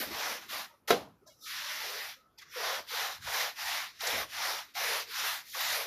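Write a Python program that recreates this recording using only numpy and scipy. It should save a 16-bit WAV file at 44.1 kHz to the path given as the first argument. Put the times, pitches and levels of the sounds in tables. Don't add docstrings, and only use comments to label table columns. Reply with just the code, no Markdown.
import sys
import numpy as np
from scipy import signal
from scipy.io import wavfile

SR = 44100
rng = np.random.default_rng(int(sys.argv[2]) if len(sys.argv) > 2 else 0)


def generate_wav(signal):
    frames = np.transpose(np.atleast_2d(signal))
    scaled = np.clip(frames, -1, 1) * 32767
    pcm = np.round(scaled).astype(np.int16)
    wavfile.write(sys.argv[1], SR, pcm)


def rack_gain(trim_db):
    fader = np.asarray(trim_db, float)
    return 10 ** (fader / 20)


N = 258426
T = np.arange(N) / SR


def rms_one(x):
    return x / np.sqrt(np.mean(x ** 2) + 1e-20)


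def at_hz(points, hz, column=1):
    points = np.array(points)
    return np.interp(np.log(hz), np.log(points[:, 0]), points[:, column])


def drift(rate_hz):
    hop, warm_up = 40, 2000
    r = np.exp(-2 * np.pi * rate_hz * hop / SR)
    chance = rng.standard_normal(N // hop + 2 + warm_up)
    slow = signal.lfilter([1], [1, -2 * r, r * r], chance)[warm_up:]
    return np.interp(np.arange(N) / hop, np.arange(len(slow)), rms_one(slow))


def butter(x, order, hz, kind):
    return signal.sosfilt(signal.butter(order, hz, kind, fs=SR, output="sos"), x)


def ring(clicks, hz, t60):
    r, w = rack_gain(-60 / (t60 * SR)), 2 * np.pi * hz / SR
    return signal.lfilter([0, np.sin(w)], [1, -2 * r * np.cos(w), r * r], clicks + 1e-18)


def resonance(x, hz, width_hz):
    r = np.exp(-np.pi * width_hz / SR)
    top = np.array([1, 0, -1]) * (1 - r * r) / 2
    return signal.lfilter(top, [1, -2 * r * np.cos(2 * np.pi * hz / SR), r * r], x)


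def bands(sources, low_hz, high_hz):
    edges = np.geomspace(low_hz, high_hz, int(4 * np.log2(high_hz / low_hz)) + 1)
    for k, (low, high) in enumerate(zip(edges, edges[1:])):
        yield np.sqrt(low * high), butter(sources[k % 2], 3, [low, high], "band")


def onset(since, rise_s):
    return 1 - np.exp(-np.clip(since, 0, 9) / max(rise_s, 1e-4))


def swell(s, length):
    return np.sin(np.pi * np.clip((T - s) / length, 0, 1)) ** .5


def motion():
    # start in seconds, end in seconds, top rasp in dB, speed-up in seconds, braking in seconds
    strokes = [(-.06, 0.12, -35.5, 0.0091, 0.22), (-0.004, 0.424, -37, 0.16, 0.07),
               (0.404, 0.507, -50, .007, 0.096), (0.475, 0.687, -39, 0.022, .065),
               (0.873, 0.923, -34.5, 0.0047, .001), (1.258, 1.46, -57, 0.0039, 0.31),
               (1.345, 1.444, -59, .1, 0.011), (1.396, 2.168, -40, 0.04, 0.053),
               (2.374, 2.43, -49, 0.0064, .05), (2.408, 2.455, -52, .006, .03),
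               (2.436, 2.533, -62.5, .01, 0.016), (2.465, 2.844, -36, 0.29, 0.099),
               (2.852, 3.221, -35, 0.1, .35), (3.179, 3.538, -34, 0.19, 0.08),
               (3.538, 3.938, -35.5, 0.055, 0.12), (3.914, 4.003, -55.5, .026, 0.0044),
               (3.98, 4.266, -34.5, 0.033, 0.033), (4.259, 4.678, -35, 0.14, 0.16),
               (4.682, 4.754, -62, .002, .026), (4.734, 5.063, -34, 0.023, 0.042),
               (5.039, 5.444, -35, 0.15, 0.11), (5.417, 5.56, -47.5, 0.089, 0.012),
               (5.511, 5.91, -34, 0.045, 0.062)]
    # delay in seconds until the pile bites, the same for the backing,
    # then pile drag, deep drag and foam hiss in dB re rasp
    grip = [(.01, .01, -6.5, -13, -7.5), (0.015, 0.031, -5.5, -13.5, -11.5), (0.0084, .01, 0.5, -16, -11),
            (.01, 0.018, -4.5, -18.5, -9.5), (.001, .001, -4, -8.5, -7.5), (.001, .001, -27, -13, -12),
            (.001, .001, -33, -20, -10), (0.06, .33, -9.5, -13, -11.5), (.001, .001, -14.5, -38.5, -16),
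            (.001, 0.00084, -0.5, -35, -17), (0.00085, .001, 4.5, -33, -19),
            (0.057, 0.067, -3, -10.5, -12.5), (0.037, 0.11, -6.5, -17, -12),
            (0.047, 0.046, -6.5, -17, -11.5), (0.023, 0.031, -6.5, -26.5, -12.5),
            (0.014, .01, -21, -41, -14.5), (0.012, 0.012, -6, -11.5, -10.5),
            (0.058, 0.084, -5.5, -20.5, -11.5), (.01, .01, -24, -30, -11), (0.012, 0.056, -8.5, -12, -11),
            (0.055, .075, -8.5, -26, -9.5), (.01, .01, -44.5, -34, -7), (0.017, 0.24, -8, -8.5, -9)]
    speed_power = 3.87
    deep_follows, pile_follows = -.05, -0.011
    skim_deep_db, skim_pile_db = -15, -24
    bite_s, bite_share = 0.0082, 0.1
    settle_db, settle_db_per_s = -8.5, 205.5

    power = np.zeros((4, N)) + 1e-12
    for (start, end, db, rise_s, brake_s), (pile_s, deep_s, pile_db, deep_db, hiss_db) in zip(strokes, grip):
        at = slice(max(int(start * SR), 0), int(end * SR))
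        since = T[at] - start
        speed = (onset(since, rise_s) * onset(end - T[at], brake_s)) ** speed_power
        speed = speed / speed.max() + 1e-9
        deep_bite = onset(since - deep_s, bite_s + bite_share * deep_s) ** 2
        pile_bite = onset(since - pile_s, bite_s + bite_share * pile_s) ** 2
        deep = rack_gain(2 * skim_deep_db) + deep_bite * speed ** deep_follows
        pile = rack_gain(2 * skim_pile_db) + pile_bite * speed ** pile_follows
        even = np.ones_like(speed)
        shares = [even, rack_gain(2 * deep_db) * deep, rack_gain(2 * pile_db) * pile, rack_gain(2 * hiss_db) * even]
        power[:, at] += rack_gain(2 * db) * speed * shares
    keep = rack_gain(-2 * settle_db_per_s / SR)
    settling = signal.lfilter([1 - keep], [1, -keep], power)
    level = 10 * np.log10(power + rack_gain(2 * settle_db) * settling)
    return level[0], *(level[1:] - level[0])


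def slips(per_s, spread_db):
    sizes = rack_gain(spread_db * np.minimum(rng.exponential(1, (2, N)), 4)) * rng.choice([-1, 1], (2, N))
    return rms_one(sizes * (rng.random((2, N)) < per_s / SR))


def brush(rasp_db, deep, pile, hiss):
    control_hz = [420, 850, 2100, 3600, 6000, 10000]
    # frequency in Hz, level in dB per Hz
    rasp_colour = [(150, -57), (250, -33), (301, -18), (445, 0.5), (485, 3.5), (909, -1), (1190, -2.5),
                   (2060, -4.5), (2790, -7.5), (5410, -10.5), (7600, -17), (8280, -14.5), (10100, -12.5),
                   (13800, -10.5), (14500, -15)]
    # frequency in Hz, width in Hz, level in dB
    head_modes = [(464, 230, -35.5), (900, 23, -22.5), (1955, 450, -7), (3730, 1100, -5), (5500, 1400, -5),
                  (13800, 570, -3.5)]

    scrape = 0.78 * np.minimum(pile + 15, 0)
    rasp = 0 * deep
    tilt = np.array([deep + 6, pile + 4.5, scrape, rasp, rasp, hiss + 7])
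    clicks = slips(per_s=14000, spread_db=0.0)
    clicks = clicks + sum(rack_gain(db) * resonance(clicks, hz, width) for hz, width, db in head_modes)
    steady, played, judder = 0, 0, drift(19)
    for hz, band in bands(clicks, 240, 15000):
        place = np.interp(np.log(hz), np.log(control_hz), np.arange(len(control_hz)))
        k = min(int(place), len(control_hz) - 2)
        shift_db = tilt[k] + (place - k) * (tilt[k + 1] - tilt[k])
        band = band * rack_gain(at_hz(rasp_colour, hz))
        steady = steady + band
        played = played + band * rack_gain(shift_db + 0.6 * judder + 1.45 * drift(6.4))
    return played / steady.std() * rack_gain(rasp_db + 3.0)


def boots(rasp_db):
    # time in seconds, thud in dB, shuffle in dB, width in seconds
    weight_shifts = [(.0, -80, -47, 0.027), (.108, -60, -50, 0.06), (.33, -79, -60.5, 0.1),
                     (.55, -81, -62.5, 0.1), (1.219, -88, -70, 0.026), (2.8, -76, -67, .03),
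                     (3.25, -57, -97, 0.057), (3.41, -74, -79, 0.017), (4.155, -72, -54, .03),
                     (4.2, -56.5, -62.5, 0.077), (4.4, -73, -106, .06), (5.72, -71, -86, 0.025)]
    push = rack_gain(rasp_db - rasp_db.max())
    thud_gain, shuffle_gain = rack_gain(-70.5) * push, rack_gain(-69.5) * push
    for s, thud_db, shuffle_db, width_s in weight_shifts:
        weight = np.exp(-((T - s) / width_s) ** 2)
        thud_gain = thud_gain + rack_gain(thud_db) * weight
        shuffle_gain = shuffle_gain + rack_gain(shuffle_db) * weight
    white = rng.standard_normal((2, N))
    thud = rms_one(butter(white[0], 2, [55, 125], "band"))
    shuffle = rms_one(butter(white[1], 2, [200, 370], "band"))
    return thud_gain * thud + shuffle_gain * rack_gain(2.0 * drift(45)) * shuffle


def room_floor():
    # frequency in Hz, level in dB per Hz
    floor_colour = [(15, -48), (25, -27.5), (54, -6), (216, -8), (282, -8.5), (679, -14), (1130, -17),
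                    (1290, -6.5), (1470, -23.5), (8510, -35), (14500, -27)]
    # start in seconds, length in seconds, level in dB
    whine = [
        (.66, 0.12, -69),
        (0.854, .03, -76),
        (1.094, 0.042, -72),
        (1.228, .06, -68.5),
        (1.362, 0.071, -76.5),
        (1.425, 0.073, -57),
        (2.14, 0.19, -70),
    ]
    whine_hz, whine_width_hz = 1280, 68

    noise = 0
    for hz, band in bands(rng.standard_normal((2, N)), 25, 15000):
        noise = noise + band * rack_gain(at_hz(floor_colour, hz) + 2.4 * drift(9.1))
    tone = resonance(rng.standard_normal(N), whine_hz, whine_width_hz)
    tone = resonance(tone, whine_hz, whine_width_hz)
    leaking = sum(rack_gain(db) * swell(s, length) for s, length, db in whine)
    return rack_gain(-71.5) * rms_one(noise) + leaking * rms_one(tone)


def leaks():
    # start in seconds, length in seconds, frequency in Hz, level in dB
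    strips = [(0.694, 0.072, 580, -67), (0.682, 0.073, 935, -66.5), (0.722, 0.071, 1150, -70),
              (1.217, 0.027, 398, -63.5), (1.259, 0.045, 619, -60), (1.262, .04, 1004, -65.5),
              (1.274, .03, 1680, -65), (1.298, .03, 2200, -71), (1.306, 0.034, 2900, -73),
              (1.288, .05, 3300, -74), (1.31, .06, 3800, -94), (4.47, .09, 402, -54.5),
              (1.604, 0.21, 604, -56.5), (1.822, 0.077, 387, -59), (1.902, 0.093, 450, -48.5),
              (2.16, 0.052, 520, -70), (2.375, 0.023, 900, -65), (2.383, 0.022, 3360, -58),
              (2.376, .025, 4900, -56.5), (2.415, 0.019, 1120, -60.5), (2.415, 0.02, 1610, -54),
              (2.419, 0.017, 2030, -56), (2.455, 0.028, 1140, -70), (2.559, .03, 484, -41.5),
              (2.915, 0.039, 483, -49.5), (4.757, .04, 765, -40), (1.305, 0.037, 590, -67.5),
              (5.072, .06, 440, -60.5), (5.222, 0.059, 406, -56.5), (5.55, .05, 536, -50)]
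    out, white = np.zeros(N), rng.standard_normal(N)
    for s, length, hz, db in strips:
        at = slice(int((s - .5) * SR), int((s + .5) * SR))
        strip = resonance(resonance(white[at], hz, width_hz=62), hz, width_hz=71)
        out[at] += rack_gain(db) * swell(s, length)[at] * rms_one(strip)
    return out


def knock():
    # time in seconds, peak in dB
    contacts = [
        (0.903, -22),
        (.9062, -9),
        (0.9091, -8),
        (0.9116, -12),
        (0.9135, -27),
        (0.916, -23.5),
        (0.917, -26),
        (0.9201, -27.5),
        (.9250, -18.5),
        (.9300, -16),
    ]
    # frequency in Hz, level in dB, t60 in seconds
    block_modes = [(201, -22, .15), (372, -35, 0.037), (416, -22.5, .08), (480, -11.5, .1),
                   (534, -19, 0.11), (698, -18, 0.13), (795, -19.5, 0.035), (1060, -21, 0.044),
                   (1350, -15, 0.038), (1580, -23, .05), (2160, -27, 0.057), (3300, -18.5, 0.036),
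                   (3846, -20.5, .04), (5840, -28, 0.025)]
    # frequency in Hz, level in dB, t60 in seconds
    room_tail = [(100, -64, 0.77), (246.4, -50, 0.35), (500, -37, 0.26), (1000, -51, 0.42),
                 (1987, -52, 0.28), (4000, -45.5, 0.26), (8000, -57.5, 0.28), (14000, -54.5, 0.26)]

    clicks = np.zeros(N)
    clicks[[round(s * SR) for s, db in contacts]] = -rack_gain(np.array(contacts)[:, 1])
    push = butter(clicks, 2, [400, 2200], "band") * rack_gain(16.5)
    body = sum(rack_gain(db) * ring(clicks, hz, t60) for hz, db, t60 in block_modes)
    since = T - contacts[1][0] + 0.001
    fade = 60 * np.abs(since)
    crack_noise = rms_one(resonance(rng.standard_normal(N), 4900, 6000))
    crack = (since > 0) * rack_gain(-22.5 - fade / 0.017) * crack_noise
    squeeze = rack_gain(-13) * np.sin(np.pi * np.clip(since / 0.0009, 0, 1)) ** 2
    rise = np.clip(since / 0.00033, 0, 1)
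    tail = 0
    for hz, band in bands(rng.standard_normal((2, N)), 60, 15000):
        tail = tail + rms_one(band) * rack_gain(at_hz(room_tail, hz) - fade / at_hz(room_tail, hz, column=2))
    blow = butter(squeeze + push + body, 3, 270, "high")
    answer = butter(rack_gain(9) * rise * tail, 2, 110, "high")
    return blow + crack + answer


def taps():
    # time in seconds, peak in dB, pitch in Hz, t60 in seconds
    landings = [
        (1.274, -40.5, 5110, 0.086),
        (2.386, -36.5, 4770, 0.036),
        (2.418, -34, 2050, 0.043),
        (3.224, -29.5, 1300, 0.041),
        (3.274, -25, 716, 0.1),
        (4.007, -25, 4070, 0.063),
        (4.07, -16, 5300, 0.064),
        (4.752, -28.5, 765, 0.045),
        (5.548, -23, 1010, 0.088),
    ]
    out, white = np.zeros(N), rng.standard_normal(N)
    spray = rms_one(resonance(resonance(white, 3500, 5000), 5400, 6700))
    for s, db, hz, t60 in landings:
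        since = T - s + 0.0018
        puff = (since > 0) * np.clip(since / 0.0034, 0, 1) * rack_gain(db - 12 - 60 * np.abs(since) / t60)
        out += puff * (rms_one(resonance(white, hz, 0.47 * hz)) + 0.26 * spray)
    return out


def suppress(x):
    # frequency in Hz, level in dB per Hz
    noise_estimate = [(100, -100), (300, -87), (500, -80.5), (900, -82.5), (1500, -99), (3000, -95.5),
                      (5000, -103), (8000, -112), (14000, -110)]
    depth_db, memory = -22, 0.93
    grid = dict(nperseg=512, noverlap=384, scaling="psd")
    hz, _, z = signal.stft(x, SR, **grid)
    power = signal.lfilter([1 - memory], [1, -memory], 2 * np.abs(z) ** 2, axis=1) + 1e-20
    noise = rack_gain(2 * at_hz(noise_estimate, np.maximum(hz, 20)))[:, None]
    gain = np.maximum(1 - (noise / power) ** 1.6, rack_gain(depth_db))
    return signal.istft(z * gain, SR, **grid)[1][:N]


def scene():
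    rasp_db, *drag = motion()
    cleaned = suppress(brush(rasp_db, *drag) + taps() + knock())
    return np.tile(cleaned + boots(rasp_db) + room_floor() + leaks(), (2, 1))


def band_limit(x):
    return signal.sosfilt(signal.butter(12, 15600, fs=SR, output="sos"), x)


def record(dry):
    notched = dry - .97 * resonance(dry, hz=8274, width_hz=1100)
    steep = signal.ellip(12, .5, 64, 14250, fs=SR, output="sos")
    return band_limit(signal.sosfilt(steep, notched))


dry = scene()
out = record(dry)
generate_wav(out)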